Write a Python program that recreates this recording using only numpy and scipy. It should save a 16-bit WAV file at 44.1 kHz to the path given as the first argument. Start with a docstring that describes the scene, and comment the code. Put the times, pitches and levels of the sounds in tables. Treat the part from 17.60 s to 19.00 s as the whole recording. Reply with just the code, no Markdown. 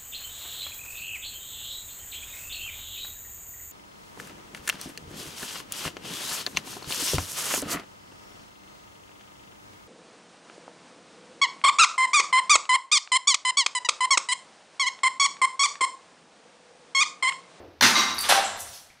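"""In a hard, echoing stairwell, quiet air, the last of an earlier echo and a low boom are coloured noise.
A full glass bottle ticks and rings on a stone step, then cracks and bursts in noise and tiny rings
while its liquid slaps the stone, a low noise. A piece of its wall clanks on the next step in ringing modes.
Splinters patter as clouds of tiny rings and a large shard clinks; the glass breaks again, the heavy base
lands and rocks in low modes, and splinters skitter on. A phone microphone hears it, alike in both channels."""
import sys
import numpy as np
from scipy import signal
from scipy.fft import rfft, irfft
from scipy.io import wavfile

SR = 44100
rng = np.random.default_rng(int(sys.argv[2]) if len(sys.argv) > 2 else 0)


def transcribe(u):
    """Save the signal u as a 16-bit wav file named by the first command-line argument.

    u: samples, shape (n,) or (channels, n), limited to [-1, 1]; the rate is SR.
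    q: integer samples, one column per channel.
    """
    v = np.clip(np.atleast_2d(u).T, -1, 1)
    q = np.round(v * 32767).astype(np.int16)
    wavfile.write(sys.argv[1], SR, q)


N = 61740  # 1.4 s
T = np.arange(N) / SR  # s
LEVEL_WINDOW_S = .01  # an event's level is its whole energy, as rms over this time
BOUNCE_TICK_DB = -11  # dry tick of glass on stone against the ring, for pieces that bounce


def undb(db):
    """Decibels to gain."""
    return 10 ** (np.asarray(db) / 20)


def unit(x):
    """Scale to unit energy."""
    return x / np.sqrt(np.sum(x ** 2) + 1e-18)


def unit_rms(x):
    """Scale a full-length sound to an rms of one."""
    return unit(x) * np.sqrt(N)


def decay(t60, t=T):
    """Exponential decay that falls 60 dB in t60 seconds."""
    return np.exp(-np.log(1000) * t / t60)


def swell(t, rise, fall):
    """Straight rise, then exponential fall, with both times in seconds."""
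    return np.minimum(t / rise, 1) * np.exp(-np.maximum(t - rise, 0) / fall)


def add(out, start, x, db):
    """Mix in a sound from its start, with its energy set by db over the level window."""
    i = int(start * SR)
    event = unit(x) * undb(db) * np.sqrt(LEVEL_WINDOW_S * SR)
    out[i:] += event[:N - i]


def colour(x, points):
    """Minimum-phase filter through (frequency [Hz], gain [dB]) points, so nothing sounds early."""
    hz, db = np.array(points, float).T
    f = np.maximum(np.fft.rfftfreq(2 * N, 1 / SR), 1)
    gain = undb(np.interp(np.log(f), np.log(hz), db))
    # folding the cepstrum onto positive time makes the filter causal
    cepstrum = irfft(np.log(gain))
    cepstrum[1:N] *= 2
    cepstrum[N + 1:] = 0
    return irfft(rfft(x, 2 * N) * np.exp(rfft(cepstrum)))[:N]


def background():
    """Steady coloured noise for air, decaying noise for an old echo, and a narrow low band for the boom."""
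    # stairwell air: (frequency [Hz], gain [dB])
    air_colour = [(25, -15), (75, -0.5), (130, 3.5), (400, -5), (1500, -2), (5000, -9.5), (8000, -19.5),
                  (15000, -22.5)]
    # an earlier echo dying away: (frequency [Hz], gain [dB])
    echo_colour = [(40, -31), (80, -10), (150, -28), (330, -4.5), (800, -14.5), (1300, -24.5),
                   (4000, -38.5), (8000, -52), (15000, -49)]
    # faint low boom lingering in the stairwell: (time [s], level [dB])
    boom_levels = [(0, -60.5), (.45, -56.5), (.55, -54.5), (.9, -62), (1.1, -58), (1.4, -106)]
    air_db, old_echo_db, old_echo_t60_s = -60.5, -43, .7
    boom_hz, boom_width_hz = 86.7, 29

    air = unit_rms(colour(rng.standard_normal(N), air_colour))
    old_echo = unit_rms(colour(rng.standard_normal(N), echo_colour)) * decay(old_echo_t60_s)
    f = np.fft.rfftfreq(N, 1 / SR)
    boom_band = np.exp(-((f - boom_hz) / boom_width_hz) ** 2)
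    boom = unit_rms(irfft(rfft(rng.standard_normal(N)) * boom_band, N))
    boom_db = np.interp(T, *np.array(boom_levels).T)
    return undb(air_db) * air + undb(old_echo_db) * old_echo + undb(boom_db) * boom


def stairwell(dry):
    """Sparse reflections off near walls and steps, and a dense tail whose bands die at their own rates."""
    # reverberation by band: (frequency [Hz], t60 [s], level [dB])
    room_bands = [(105.6, 3.3, -21), (306, 0.95, 0.5), (790, 0.8, -0.5), (1920, 0.71, -1),
                  (4630, 0.76, -5.5), (8300, 0.51, 3.5), (14800, 0.22, 3)]
    build_s, early_s = .006, .025  # build-up of the tail, decay of the early reflections
    tail_db, early_db = 0.5, -1.5

    hz, t60, db = np.array(room_bands).T
    log_f = np.log(np.maximum(np.fft.rfftfreq(N, 1 / SR), 1))
    noise = rfft(rng.standard_normal(N))
    tail = np.zeros(N)
    for weights, band_t60, band_db in zip(np.eye(len(hz)), t60, db):
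        band = irfft(noise * np.interp(log_f, np.log(hz), weights), N)
        tail += band * decay(band_t60) * undb(band_db)
    tail *= 1 - np.exp(-T / build_s)
    reflects = (rng.random(N) < 1500 / SR) * (T > .003)  # about 1500 a second, none in the first 3 ms
    early = rng.standard_normal(N) * reflects * np.exp(-T / early_s)
    response = undb(tail_db) * unit(tail) + undb(early_db) * unit(early)
    return signal.fftconvolve(dry, response)[:N]


def grains(rise, fall, centre_hz, octaves, t60, scatter_db, count=700, size=2048):
    """A cloud of tiny ringing fragments, scattered in pitch, level and decay, that swells and dies away."""
    out, t = np.zeros(N + size), T[:size]
    when = (np.arange(count) + rng.random(count)) / count * (rise + 4 * fall)
    strength = swell(when, rise, fall)
    for start, gain, (pitch, loud, length) in zip(when, strength, rng.standard_normal((count, 3))):
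        hz = centre_hz * 2 ** (octaves * pitch)
        if hz < SR / 2:
            i = min(int(start * SR), N)
            ring = np.cos(2 * np.pi * hz * t) * decay(t60 * 2 ** (length / 2), t)
            soft_start = 1 - np.exp(-hz * t)
            out[i:i + size] += gain * undb(scatter_db * loud) * ring * soft_start
    return out[:N]


def glass(hits, modes, tick_db):
    """Each blow ticks on the stone and rings the piece's modes in a slightly new mix."""
    # dry tick of glass on stone: (frequency [Hz], gain [dB])
    contact_colour = [(30, -44), (120, -25), (400, -21), (1200, 8), (5000, -7), (9000, -18), (15000, -11)]
    contact_t60_s = .012
    vary_db, detune = 2, .003  # spread of each mode's level and pitch (share) from blow to blow
    radiates_from = 0.97  # a piece radiates little below this share of its lowest mode

    out = np.zeros(N)
    lowest_hz = modes[0][0]
    small_body = signal.butter(3, radiates_from * lowest_hz, "highpass", fs=SR, output="sos")
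    for start, db in hits:
        ring = np.zeros(N)
        for (hz, mode_db, t60), (a, b) in zip(modes, rng.standard_normal((len(modes), 2))):
            tone = np.sin(2 * np.pi * hz * (1 + detune * b) * T)
            ring += undb(mode_db + vary_db * a) * tone * decay(t60)
        ring = signal.sosfilt(small_body, ring)
        tick = colour(rng.standard_normal(N) * decay(contact_t60_s), contact_colour)
        add(out, start, unit(ring) + undb(tick_db) * unit(tick), db)
    return out


def splinters():
    """Small fragments, mostly bright, land and skitter as clouds of very short rings."""
    # showers: (time [s], level [dB], centre [Hz], spread [octaves], rise [s], fall [s])
    showers = [(.543, -38.5, 11800, 0.13, 0.0019, 0.031), (.586, -26.5, 10400, 0.15, 0.00099, .004),
               (0.605, -26, 10130, 0.27, 0.0052, 0.0043), (.625, -56, 8950, .14, 0.0074, .014),
               (0.686, -17.5, 9470, 0.22, .008, 0.01), (0.8, -32.5, 3890, 0.022, 0.0036, 0.011),
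               (.822, -26.5, 7560, 0.064, 0.027, 0.033), (.955, -45.5, 1950, .03, 0.0032, 0.0089),
               (.96, -46, 11700, 0.16, 0.016, 0.017), (0.98, -29, 8560, 0.3, 0.025, .022),
               (1.04, -38, 6880, 0.96, 0.033, 0.056), (1.117, -35.5, 9520, 0.92, 0.022, 0.046),
               (1.301, -53, 2350, 0.044, 0.00064, 0.00376)]
    out = np.zeros(N)
    for start, db, hz, octaves, rise, fall in showers:
        add(out, start, grains(rise, fall, hz, octaves, t60=0.0064, scatter_db=2), db)
    return out


def large_shard():
    """A large shard clinks in a close group of high modes."""
    # clinks: (time [s], level [dB])
    shard_hits = [(.583, -28), (.594, -32), (.604, -32), (.626, -40), (.652, -42)]
    # modes of the shard: (frequency [Hz], level [dB], t60 [s])
    shard_modes = [(3750, -12, .025), (4480, -7, .04), (4603, 0, .065), (4730, -6, .045), (5954, -16, .025)]
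    return glass(shard_hits, shard_modes, BOUNCE_TICK_DB)


def heavy_base():
    """The thick base lands and rocks, ringing in low, short modes."""
    # landing and rocking: (time [s], level [dB])
    base_hits = [(.694, -23), (.701, -24.5), (.712, -21.5), (.7235, -14.5), (.778, -24.5), (.787, -26),
                 (.796, -27)]
    # modes of the base: (frequency [Hz], level [dB], t60 [s])
    base_modes = [(615, -6, .03), (700, -6, .03), (755, -1, .035), (785, 0, .04), (860, -9, .025),
                  (950, -9, .03), (1540, -9, .03), (1675, -6, .03), (1930, -6, .03)]
    return glass(base_hits, base_modes, BOUNCE_TICK_DB)


def wall_piece():
    """A piece of the bottle's wall bounces on the next step and clanks in its modes."""
    # bounces: (time [s], level [dB])
    wall_hits = [(.348, -28), (.3555, -19), (.365, -23), (.378, -23), (.393, -26), (.411, -28), (.433, -27),
                 (.478, -31), (.507, -33)]
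    # modes of the piece: (frequency [Hz], level [dB], t60 [s])
    wall_modes = [(1055, 1, .06), (1110, -5, .04), (1160, 0, .07), (2105, 1, .07), (3828, 2, .08),
                  (3890, -2, .06), (4635, -1, .06), (4996, -7, .05), (5642, -1, .06), (6293, -5, .05)]
    return glass(wall_hits, wall_modes, BOUNCE_TICK_DB)


def liquid():
    """The contents hit the stone with a low slap of swelling noise."""
    # slaps: (time [s], level [dB], rise [s], fall [s])
    slaps = [(.218, -24, 0.0063, 0.041), (0.348, -39, 0.025, 0.02), (0.692, -38.5, 0.012, 0.031)]
    # colour of the slap: (frequency [Hz], gain [dB])
    slap_colour = [(25, -28), (70, -14.5), (115, -5), (165, -6), (205, 2.5), (250, -1), (310, -5),
                   (500, -9), (1000, -23), (4000, -41)]
    out = np.zeros(N)
    for start, db, rise, fall in slaps:
        add(out, start, colour(rng.standard_normal(N) * swell(T, rise, fall), slap_colour), db)
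    return out


def bursts():
    """Glass gives way in rough cracking noise and hundreds of colliding, briefly ringing fragments."""
    # breaks: (time [s], level [dB], rise [s], fall [s], tilt [dB per octave])
    breaks = [(.220, -10.5, 0.0088, 0.025, 0.9), (.262, -18.5, 0.0073, 0.03, 2.5),
              (.357, -18.5, 0.014, 0.047, 0.4), (0.617, -24.5, 0.024, 0.051, -0.5),
              (0.684, -13.5, 0.016, .02, 0.2), (.745, -22.5, .01, .02, -0.7)]
    # colour of breaking glass before the tilt: (frequency [Hz], gain [dB])
    fracture_colour = [(40, -79), (120, -43), (300, -7), (480, -5.5), (700, 0), (1200, 5.5), (2200, 1),
                       (4000, 2), (6000, -2.5), (9000, -10), (15000, -18)]
    out = np.zeros(N)
    for start, db, rise, fall, tilt_db in breaks:
        cloud = grains(rise, fall, 4092, 1.295, t60=0.004, scatter_db=3.5)
        # the noise jumps in level every 30 samples
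        jumps = np.repeat(undb(4 * rng.standard_normal(N // 30 + 1)), 30)[:N]
        cracks = rng.standard_normal(N) * swell(T, rise, fall) * jumps
        mix = unit(cracks) + undb(-3.5) * unit(cloud)
        lowest_hz = fracture_colour[0][0]
        tilted = [(hz, g + tilt_db * np.log2(hz / lowest_hz)) for hz, g in fracture_colour]
        add(out, start, colour(mix, tilted), db)
    return out


def bottle():
    """The whole bottle strikes the step and rings briefly in its modes."""
    # blows on the step: (time [s], level [dB])
    strikes = [(.2096, -25), (.2112, -16)]
    # modes of the whole bottle: (frequency [Hz], level [dB], t60 [s])
    bottle_modes = [(940, 8.5, .014), (1662, 0.5, 0.042), (2850, -25, .012), (3560, 4.5, 0.02),
                    (4250, 4.5, 0.017), (5160, 9, 0.0057), (5730, 5, 0.0078)]
    return glass(strikes, bottle_modes, tick_db=-5)


def scene():
    """All the glass and liquid in the stairwell, the same in both channels."""
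    base_room_db = -7.5  # the base rings towards the listener and stirs the stairwell less
    shard_room_db = -3  # how much the shards stir the stairwell
    near = bottle() + wall_piece() + bursts() + liquid()
    base = heavy_base()
    shards = large_shard() + splinters()
    echo = stairwell(near + undb(base_room_db) * base + undb(shard_room_db) * shards)
    mono = near + base + shards + echo + background()
    return np.array([mono, mono])


def record(dry):
    """The phone steps its treble down, rounds the highest peaks and cuts the top."""
    shelf_hz, shelf_db, top_hz = 6480, -4.5, 15550
    f = np.fft.rfftfreq(2 * N, 1 / SR)
    shelf = undb(shelf_db * (1 + np.tanh((f - shelf_hz) / 80)) / 2)
    shelved = irfft(rfft(dry, 2 * N) * shelf)[:, :N]
    top_cut = signal.ellip(10, .2, 80, top_hz, fs=SR, output="sos")
    return signal.sosfilt(top_cut, np.tanh(shelved))


dry = scene()
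out = record(dry)
transcribe(out)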